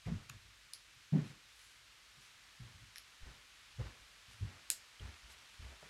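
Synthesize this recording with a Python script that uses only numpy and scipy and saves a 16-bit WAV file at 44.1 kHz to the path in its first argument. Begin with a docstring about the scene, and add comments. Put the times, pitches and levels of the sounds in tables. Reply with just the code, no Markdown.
"""Two metal knitting needles cast off stitches, close to a microphone in a quiet room.
Needle contacts are snaps, chatter and damped rings, filtered, echoed by the table and answered by the room.
Hand movements are soft, dull thumps: low decaying pushes, a deep sway and a diffuse rumble.
Scuffs and rustling wool are shaped noise; a steady noise hiss and a low sine hum lie beneath."""
import sys
import numpy as np
from scipy import signal
from scipy.fft import rfft, irfft, next_fast_len
from scipy.io import wavfile
from scipy.ndimage import uniform_filter1d

SR = 44100
rng = np.random.default_rng(int(sys.argv[2]) if len(sys.argv) > 2 else 0)


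def dump(signal):
    """Clip the signal to [-1, 1] and save it as 16-bit WAV at the path in sys.argv[1]."""
    limited = np.clip(np.atleast_2d(signal).T, -1, 1)
    pcm = np.round(limited * 32767).astype(np.int16)
    wavfile.write(sys.argv[1], SR, pcm)


N = 259797  # length in samples

# steady hiss: frequency_hz, relative_density_db
HISS_SPECTRUM = [(15, -41), (36, 0), (52, 10.5), (68, -2.5), (110, 1), (170, -8.5), (400, -10), (780, -9.5),
                 (1250, -1), (2400, 1), (4000, -1), (7000, -7.5), (12000, -17), (16000, -30.5)]
HISS_RMS_DB = -63
HUM_HZ, HUM_RMS_DB = 51.4, -87.5

# rustle of the wool fibres: frequency_hz, relative_density_db
WOOL_SPECTRUM = [(300, -15), (1200, -1.5), (3000, -1), (7000, -11), (11500, -17), (13500, -36),
                 (16000, -38)]
# rustle that grows as the knitting gets going: time_s, level_db
HANDLING_LEVELS = [(1.1, -103), (2.0, -71), (3.4, -68.5), (5.89, -64.5)]
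# wool brushed by the hands: frequency_hz, relative_density_db
BRUSH_SPECTRUM = [(50, -40), (180, 7), (400, 2), (800, 0), (1800, -0.5), (4500, -13), (8000, -23),
                  (15000, -59)]
# the brush leads the thump and swells this many times slower; its tilt is in dB per octave
BRUSH_LEAD_S, BRUSH_SLOWER, BRUSH_TILT_DB = 0.014, 4.27, 2
# yarn rubs, slides and a needle scrape: strongest_s, level_db, half_length_s, tilt_db_per_octave
RUBS_AND_SLIDES = [(0.068, -64, 0.016, 1), (0.297, -55, 0.0061, 0), (1.201, -74, 0.031, 1),
                   (1.282, -62.5, 0.043, 1), (1.635, -66, 0.13, 5), (2.244, -65.5, 0.048, 3),
                   (3.805, -59, 0.016, -3), (4.325, -65.5, 0.027, 4), (5.316, -60.5, 0.024, 2.5),
                   (5.53, -74, 0.036, 9)]

# bumps of a finger or needle on the fabric: start_s, level_db, centre_hz, spread_octaves, swell_time_s
FABRIC_SCUFFS = [(.048, -61, 2100, 0.26, 0.011), (.066, -56, 480, 0.88, 0.015),
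                 (1.123, -46.5, 330, 0.82, 0.021), (3.252, -69, 517, 1, .018),
                 (3.787, -52, 345, 0.62, 0.015), (3.851, -67, 520, .8, 0.014),
                 (5.711, -62.5, 650, 1.5, 0.013), (5.822, -58.5, 577, 0.88, 0.0078)]

# moves of the hands: start_s, level_db, pitch_hz, swell_time_s, change_per_settling_push_db,
# then re level: sway_db, rumble_db, rumble_tilt_db_per_octave, brush_db
HAND_THUMPS = [(.059, -37.5, 114, .011, -18, -7, -1, 3, -22.5),
               (.074, -33.5, 170, 0.0095, -26, -25, -11, -1, -35),
               (.109, -33, 164, 0.014, -30, -14, -20, -13, -29.5),
               (.134, -41.5, 100, .018, -20, -11, -6, -4, -35),
               (.298, -47.5, 127.5, 0.0092, -25, -19, -13.5, -1, -18.5),
               (.336, -55.5, 123, 0.0115, -10, -9, 2, -7, -27),
               (.440, -64.5, 105.5, 0.018, -2.5, 2, -0.5, 2.5, -24),
               (.955, -63.5, 121, .012, -16, -10, -7, -5, -25),
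               (1.122, -24.5, 155, 0.012, -19, -45, -31, 1, -36.5),
               (1.143, -26.5, 172.6, .012, -11, -39, -6.5, 0.5, -37.5),
               (1.150, -34, 268.3, 0.013, -12, -35, -11, -6, -31),
               (1.180, -37, 137, 0.012, -9, -28, -6, 0, -25),
               (1.299, -44.5, 146, 0.0065, -25, -24, -21, 9, -23.5),
               (2.166, -64, 143, 0.014, -16, -6, -6.5, 2, -26),
               (2.595, -51, 123.3, 0.018, -3, -5, 1.5, -1.5, -15),
               (2.738, -57, 108, 0.014, -11, -11, 1, -2.5, -38),
               (2.803, -57.5, 111.4, .018, -8, -2, -1.5, -1, -38),
               (3.205, -53.5, 90, 0.02, -9, -1, 7, -13, -10.5),
               (3.252, -55, 130.6, 0.016, -6.5, 5, -1, 3, -15),
               (3.729, -62, 79.6, 0.034, -8, 0, -4, -7, -12),
               (3.782, -37, 117, 0.014, -14, -7, -17, 2, -25),
               (3.798, -38, 106, 0.0086, -14, -24, -11, 3.5, -26),
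               (3.835, -45.5, 85, .014, -10, -4, -6, -5, -16.5),
               (3.993, -63.5, 89, 0.0083, -14, -0.5, -6, -10, -20),
               (4.275, -64, 116, 0.02, 4, 1, -1, 2, -8),
               (4.406, -33, 98.6, 0.023, -17, -10, -8, 0.5, -28.5),
               (4.998, -48.5, 83, 0.016, -2.5, 2.5, -2.5, 5, -11),
               (5.030, -45, 89.3, .016, -6, -10, -11, -7, -29), (5.226, -67, 79, 0.023, 0.5, 13, 5, -4, -2),
               (5.587, -41, 70.8, 0.021, -6.5, -14, -2, -3, -22.5),
               (5.821, -63, 147, 0.0085, -10, -2, 0, 2, -2)]
# rumble spectrum: multiple_of_pitch, relative_level_db
RUMBLE_SPECTRUM = [(.2, -26), (.5, -24), (.8, 1), (1, -1.5), (1.8, -14.5), (2.3, -19), (4, -29), (8, -44),
                   (20, -66), (80, -110)]
# hollow resonances of the table and room that colour every rumble: frequency_hz, gain_db
HOLLOW_RESONANCES = [(100, -1.5), (150, 1), (195, 0), (222, 6), (248, -4.5), (280, 5), (330, -3.5),
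                     (375, 0.5), (420, -1.5), (465, -0.5), (700, -5)]
SWAY_HZ, SWAY_RISE_S = 56.3, 0.027  # deep sway of the whole piece
SETTLE_SWELLS, SETTLE_PITCH = 2.7, 0.928  # spacing of pushes in swell times; pitch ratio
OVERTONE, OVERTONE_DB = 1.38, -11  # multiple of the pitch; level re the first swing in a taut push
TAUT_HZ, OVERTONE_DB_PER_OCTAVE = 160.6, 16  # the overtone fades below the pitch of a taut push

# needle contacts: start_s, strength_db, lowest_hz, highest_hz, main_ring_db, chatter_t60_s, room_db,
# table_echo_ms, lower_tip_hz, upper_tip_hz, tip_height_db, tip_width_hz
NEEDLE_CONTACTS = [(0.297, -26, 695, 14000, -2, 0.012, -15, 0.83, 6500, 6870, 10, 900),
                   (0.2985, -18.5, 1180, 4000, 0, 0.02, -9, 0.73, 1380, 2500, 7, 620),
                   (0.7351, -13.5, 4120, 11100, -9.5, 0.005, -5.5, 1.6, 4770, 10650, 6, 750),
                   (2.9587, -22.5, 1410, 10800, -14, 0.0044, 0, 0.51, 2160, 5530, 11, 700),
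                   (2.9674, -32, 1500, 11900, -12, 0.0038, -5, .55, 5500, 10200, 5, 900),
                   (2.9825, -17, 2900, 11700, -15, 0.0037, -8.5, 1.3, 4400, 10500, 2, 900),
                   (4.7021, -4.5, 1790, 13560, 7.5, 0.0034, -4.5, 0.76, 4020, 4800, 3, 420),
                   (5.141, -31, 1224, 5600, -12, .003, -13, 1.14, 2700, 3300, 9, 600),
                   (5.3200, -39, 700, 12900, 0, .0058, 2, 1, 2500, 5000, 3, 420)]
# bending modes of a needle held in wool and fingers: frequency_hz, relative_level_db, t60_s
NEEDLE_MODES = [(1750, 0, 0.013), (2520, -1.5, 0.011), (3530, 2, .01), (4210, 5, 0.013),
                (4950, 1.5, 0.0092), (6860, -5, 0.014), (7450, 5, 0.0071), (7960, 10.5, 0.0078),
                (8920, 9, 0.009), (9160, 5, 0.013), (10000, 2, 0.012), (10500, -9, 0.013),
                (12600, 2, 0.0056)]
# colour of steel ticking on steel: frequency_hz, gain_db
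STEEL_COLOUR = [(200, -4.5), (700, -0.5), (1200, -4), (2000, -5), (12600, 0), (13500, -13), (15000, -7),
                (16500, 1)]
# the table echo is duller than the click: frequency_hz, gain_db
TABLE_ECHO_COLOUR = [(4000, -6), (12000, -13.5)]
# slip of a needle tip: start_s, peak_db, pitch_hz, swell_time_s
TIP_SQUEAK = (4.9965, -47, 3150, .0015)
MAIN_RING_HZ, MAIN_RING_OCTAVES = 7800, 0.37  # region whose level depends on where the needles meet
LOW_SLOPE, HIGH_SLOPE = 5.3, 18  # filter orders at the edges of a contact's band
BEND_LAG_MS = 1.4  # travel time of a 1 kHz bending wave; higher ones are faster
ROOM_RIPPLE = 0.55  # share of the ripple between rings left when heard from all sides

# decay of the room: frequency_hz, t60_s
ROOM_DECAY = [(200, 0.78), (2000, 0.22), (5000, 0.28), (9000, 0.17), (14000, 0.18)]
EDGE_HZ = 16000  # upper band limit


def gain_of(db):
    """Logarithmic level: decibels become an amplitude ratio."""
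    return 10 ** (np.asarray(db) / 20)


def evened(x):
    """Mean power: a signal is scaled to an rms of one."""
    return x / np.sqrt(np.mean(x ** 2) + 1e-20)


def read(points, hz):
    """Logarithmic frequency: table values are interpolated along octaves."""
    f, value = np.transpose(points)
    return np.interp(np.log(hz + 1e-6), np.log(f), value)


def tilted(spectrum, db_per_octave):
    """Spectral tilt: levels change by a fixed number of decibels per octave."""
    return [(hz, level + db_per_octave * np.log2(hz)) for hz, level in spectrum]


def add(mix, start_s, sound):
    """Superposition: a sound adds to the mix, in place, from its start."""
    part = mix[max(round(start_s * SR), 0):][:len(sound)]
    part += sound[:len(part)]


def noise(spectrum, size):
    """Filtered noise: a random signal of rms one takes the given spectrum."""
    length = next_fast_len(size)
    hz = np.fft.rfftfreq(length, 1 / SR)
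    white = rfft(rng.standard_normal(length))
    coloured = irfft(white * gain_of(read(spectrum, hz)), length)
    return evened(coloured[:size])


def swell(t, rise):
    """Smooth impulse envelope: a push peaks at one at the time rise and dies away."""
    return (t / rise * np.exp(1 - t / rise)) ** 2


def causal(db, size):
    """Minimum phase: the log gain alone fixes the most compact causal impulse response."""
    log_gain = np.log(gain_of(np.r_[db, db[-2:0:-1]]))
    response = np.exp(np.conj(signal.hilbert(log_gain)))
    return np.fft.ifft(response).real[:size]


def delayed(x, ms):
    """Phase delay: a phase turn shifts all frequencies alike or each by its own time."""
    hz = np.fft.rfftfreq(len(x), 1 / SR)
    return irfft(rfft(x) * np.exp(-2j * np.pi * hz * ms / 1000), len(x))


def room(x, wet_db, dry=True, first_echo_s=0.0051, early_db=4, early_time_s=0.008, size=10240):
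    """Reverberation: nearby surfaces answer after a few milliseconds; the bass lingers longest."""
    time = np.arange(size) / SR
    hz, t, bands = signal.stft(rng.standard_normal(size), SR, nperseg=256)
    decay = gain_of(-60 * t / read(ROOM_DECAY, hz)[:, None])
    tail = signal.istft(bands * decay, SR, nperseg=256)[1][:size]
    tail *= gain_of(early_db * swell(time, early_time_s))  # early reflections crowd together
    out = np.pad(x, (0, size)) * dry
    answer = signal.fftconvolve(x, tail / np.linalg.norm(tail))
    add(out, first_echo_s, gain_of(wet_db) * answer)
    return out


def background():
    """Stationary sound: coloured noise hisses over one faint, low sine."""
    hum = np.sqrt(2) * np.sin(2 * np.pi * HUM_HZ * np.arange(N) / SR)
    return gain_of(HISS_RMS_DB) * noise(HISS_SPECTRUM, N) + gain_of(HUM_RMS_DB) * hum


def wool(grain_db=1.5, size=20000):
    """Stick-slip friction: catch and release gives grainy rustles, brushes, rubs, slides and a scrape."""
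    time = np.arange(N) / SR
    handling_db = np.interp(time, *np.transpose(HANDLING_LEVELS))
    rustle = gain_of(handling_db) * noise(WOOL_SPECTRUM, N)
    for start_s, db, _, rise, *_, brush_db in HAND_THUMPS:
        grain = noise(tilted(BRUSH_SPECTRUM, BRUSH_TILT_DB), size)
        brush = swell(time[:size], BRUSH_SLOWER * rise) * grain
        add(rustle, start_s - BRUSH_LEAD_S, gain_of(db + brush_db) * brush)
    for strongest_s, db, half_s, tilt_db in RUBS_AND_SLIDES:
        envelope = np.exp(-((time - strongest_s) / half_s) ** 2)
        rustle += gain_of(db) * envelope * noise(tilted(WOOL_SPECTRUM, tilt_db), N)
    flicker = evened(uniform_filter1d(rng.standard_normal(N), size=90))
    catches = evened(gain_of(grain_db * flicker))
    return catches * rustle


def scuffs(wet_db=-8, size=8192):
    """Broadband impact: a bump on the fabric is a short puff of noise, which the room answers."""
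    out, t = np.zeros(N), np.arange(size) / SR
    hz = np.geomspace(20, 20000, num=60)
    for start_s, db, centre_hz, octaves, rise in FABRIC_SCUFFS:
        # a bell-shaped band on the octave axis
        band_db = -10 * np.log10(np.e) * (np.log2(hz / centre_hz) / octaves) ** 2
        puff = gain_of(db) * swell(t, rise) * noise(np.c_[hz, band_db], size)
        add(out, start_s, room(puff, wet_db))
    return out


def push(t, db, hz, rise):
    """Damped oscillation: a few low cycles, with a stronger overtone when taut and high."""
    turn = 2 * np.pi * hz * t
    slack_octaves = min(np.log2(hz / TAUT_HZ), 0)
    overtone_gain = gain_of(OVERTONE_DB + OVERTONE_DB_PER_OCTAVE * slack_octaves)
    overtone = overtone_gain * np.sin(OVERTONE * turn)
    return gain_of(db) * swell(t, rise) * (np.sin(turn) + overtone)


def thumps(rumble_t60_s=0.33, rumble_rise_s=0.0067, count=3, size=16384):
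    """Damped settling: lower, mostly weaker pushes follow each move, with a sway and diffuse rumble."""
    out, t = np.zeros(N), np.arange(size) / SR
    bins = np.fft.rfftfreq(size, 1 / SR)[1:]
    envelope = (1 - np.exp(-t / rumble_rise_s)) ** 2 * gain_of(-60 * t / rumble_t60_s)
    envelope_rms = np.sqrt(np.mean(envelope ** 2))
    sway = swell(t, SWAY_RISE_S) * np.sin(2 * np.pi * SWAY_HZ * t)
    for start_s, db, hz, rise, change_db, sway_db, rumble_db, tilt_db, _ in HAND_THUMPS:
        for k in range(count):
            settling = push(t, db + k * change_db, hz * SETTLE_PITCH ** k, rise)
            add(out, start_s + k * SETTLE_SWELLS * rise, settling)
        shape = [(ratio * hz, level) for ratio, level in tilted(RUMBLE_SPECTRUM, tilt_db)]
        colour = np.c_[bins, read(shape, bins) + read(HOLLOW_RESONANCES, bins)]
        rumble = evened(noise(colour, size) * envelope) * envelope_rms
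        add(out, start_s, gain_of(db + sway_db) * sway + gain_of(db + rumble_db) * rumble)
    return out


def contact_colour(hz, low_hz, high_hz, main_db):
    """Contact filtering: a blow excites one band; its place raises or lowers the main ring."""
    low_edge = 1 + (low_hz / (hz + low_hz / 10)) ** (2 * LOW_SLOPE)
    high_edge = 1 + (hz / high_hz) ** (2 * HIGH_SLOPE)
    octaves = np.log2((hz + 1) / MAIN_RING_HZ)
    main_ring = main_db * np.exp(-(octaves / MAIN_RING_OCTAVES) ** 2)
    return main_ring - 10 * np.log10(low_edge * high_edge)


def needles(ring_db=0, chatter_db=-8, chatter_rise_s=0.00031, knock_db=-10, size=2048):
    """Modal impact: steel meets steel in a dry snap, brief chatter and rings damped by fingers and wool."""
    out, t, hz = np.zeros(N), np.arange(size) / SR, np.fft.rfftfreq(size, 1 / SR)
    # all bending modes start together, which leaves gaps between their rings
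    ring = sum(gain_of(db - 60 * t / t60) * np.cos(2 * np.pi * f * t) for f, db, t60 in NEEDLE_MODES)
    snap = signal.unit_impulse(size) + gain_of(ring_db) * ring / np.linalg.norm(ring)
    bend_ms = BEND_LAG_MS * np.sqrt(1000 / (hz + 1))
    steel_db = read(STEEL_COLOUR, hz)
    echo_filter = causal(read(TABLE_ECHO_COLOUR, hz), size)
    for start_s, db, low_hz, high_hz, main_db, t60, wet_db, echo_ms, *tips_hz, tip_db, width_hz in NEEDLE_CONTACTS:
        chatter = rng.standard_normal(size) * gain_of(-60 * t / t60)
        chatter *= 1 - np.exp(-t / chatter_rise_s)
        contact = snap + gain_of(chatter_db) * chatter / np.linalg.norm(chatter)
        # place and force set the broad colour; rings and chatter give only the fine ripple
        power = abs(rfft(contact)) ** 2
        broad_db = 10 * np.log10(uniform_filter1d(power, size=101))
        # outside its band a contact still knocks faintly, the more the harder it is
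        tone_db = db + np.maximum(contact_colour(hz, low_hz, high_hz, main_db), knock_db + db)
        # two resonances of the free tips stand out; they move as the grip changes
        tone_db = tone_db + sum(tip_db / (1 + (2 * (hz - f) / width_hz) ** 2) for f in tips_hz)
        click = signal.fftconvolve(contact, causal(steel_db + tone_db - broad_db, size))[:size]
        click = delayed(click, bend_ms)
        add(out, start_s, click)
        add(out, start_s, signal.fftconvolve(delayed(click, echo_ms), echo_filter))
        ripple_db = ROOM_RIPPLE * (10 * np.log10(power) - broad_db)
        radiated = causal(steel_db + tone_db + ripple_db, size)
        add(out, start_s, room(radiated, wet_db, dry=False))
    start_s, db, squeak_hz, rise = TIP_SQUEAK
    add(out, start_s, gain_of(db) * swell(t, rise) * np.sin(2 * np.pi * squeak_hz * t))
    return out


def scene():
    """Superposition: hands, needles, wool and background add in one channel."""
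    return (thumps() + scuffs() + needles() + wool() + background())[None]


def record(dry):
    """Band limitation: a linear-phase low-pass filter removes the highest treble."""
    lowpass = signal.firwin(511, EDGE_HZ, window=("kaiser", 9), fs=SR)
    return signal.oaconvolve(dry, lowpass[None], "same")


dry = scene()
out = record(dry)
dump(out)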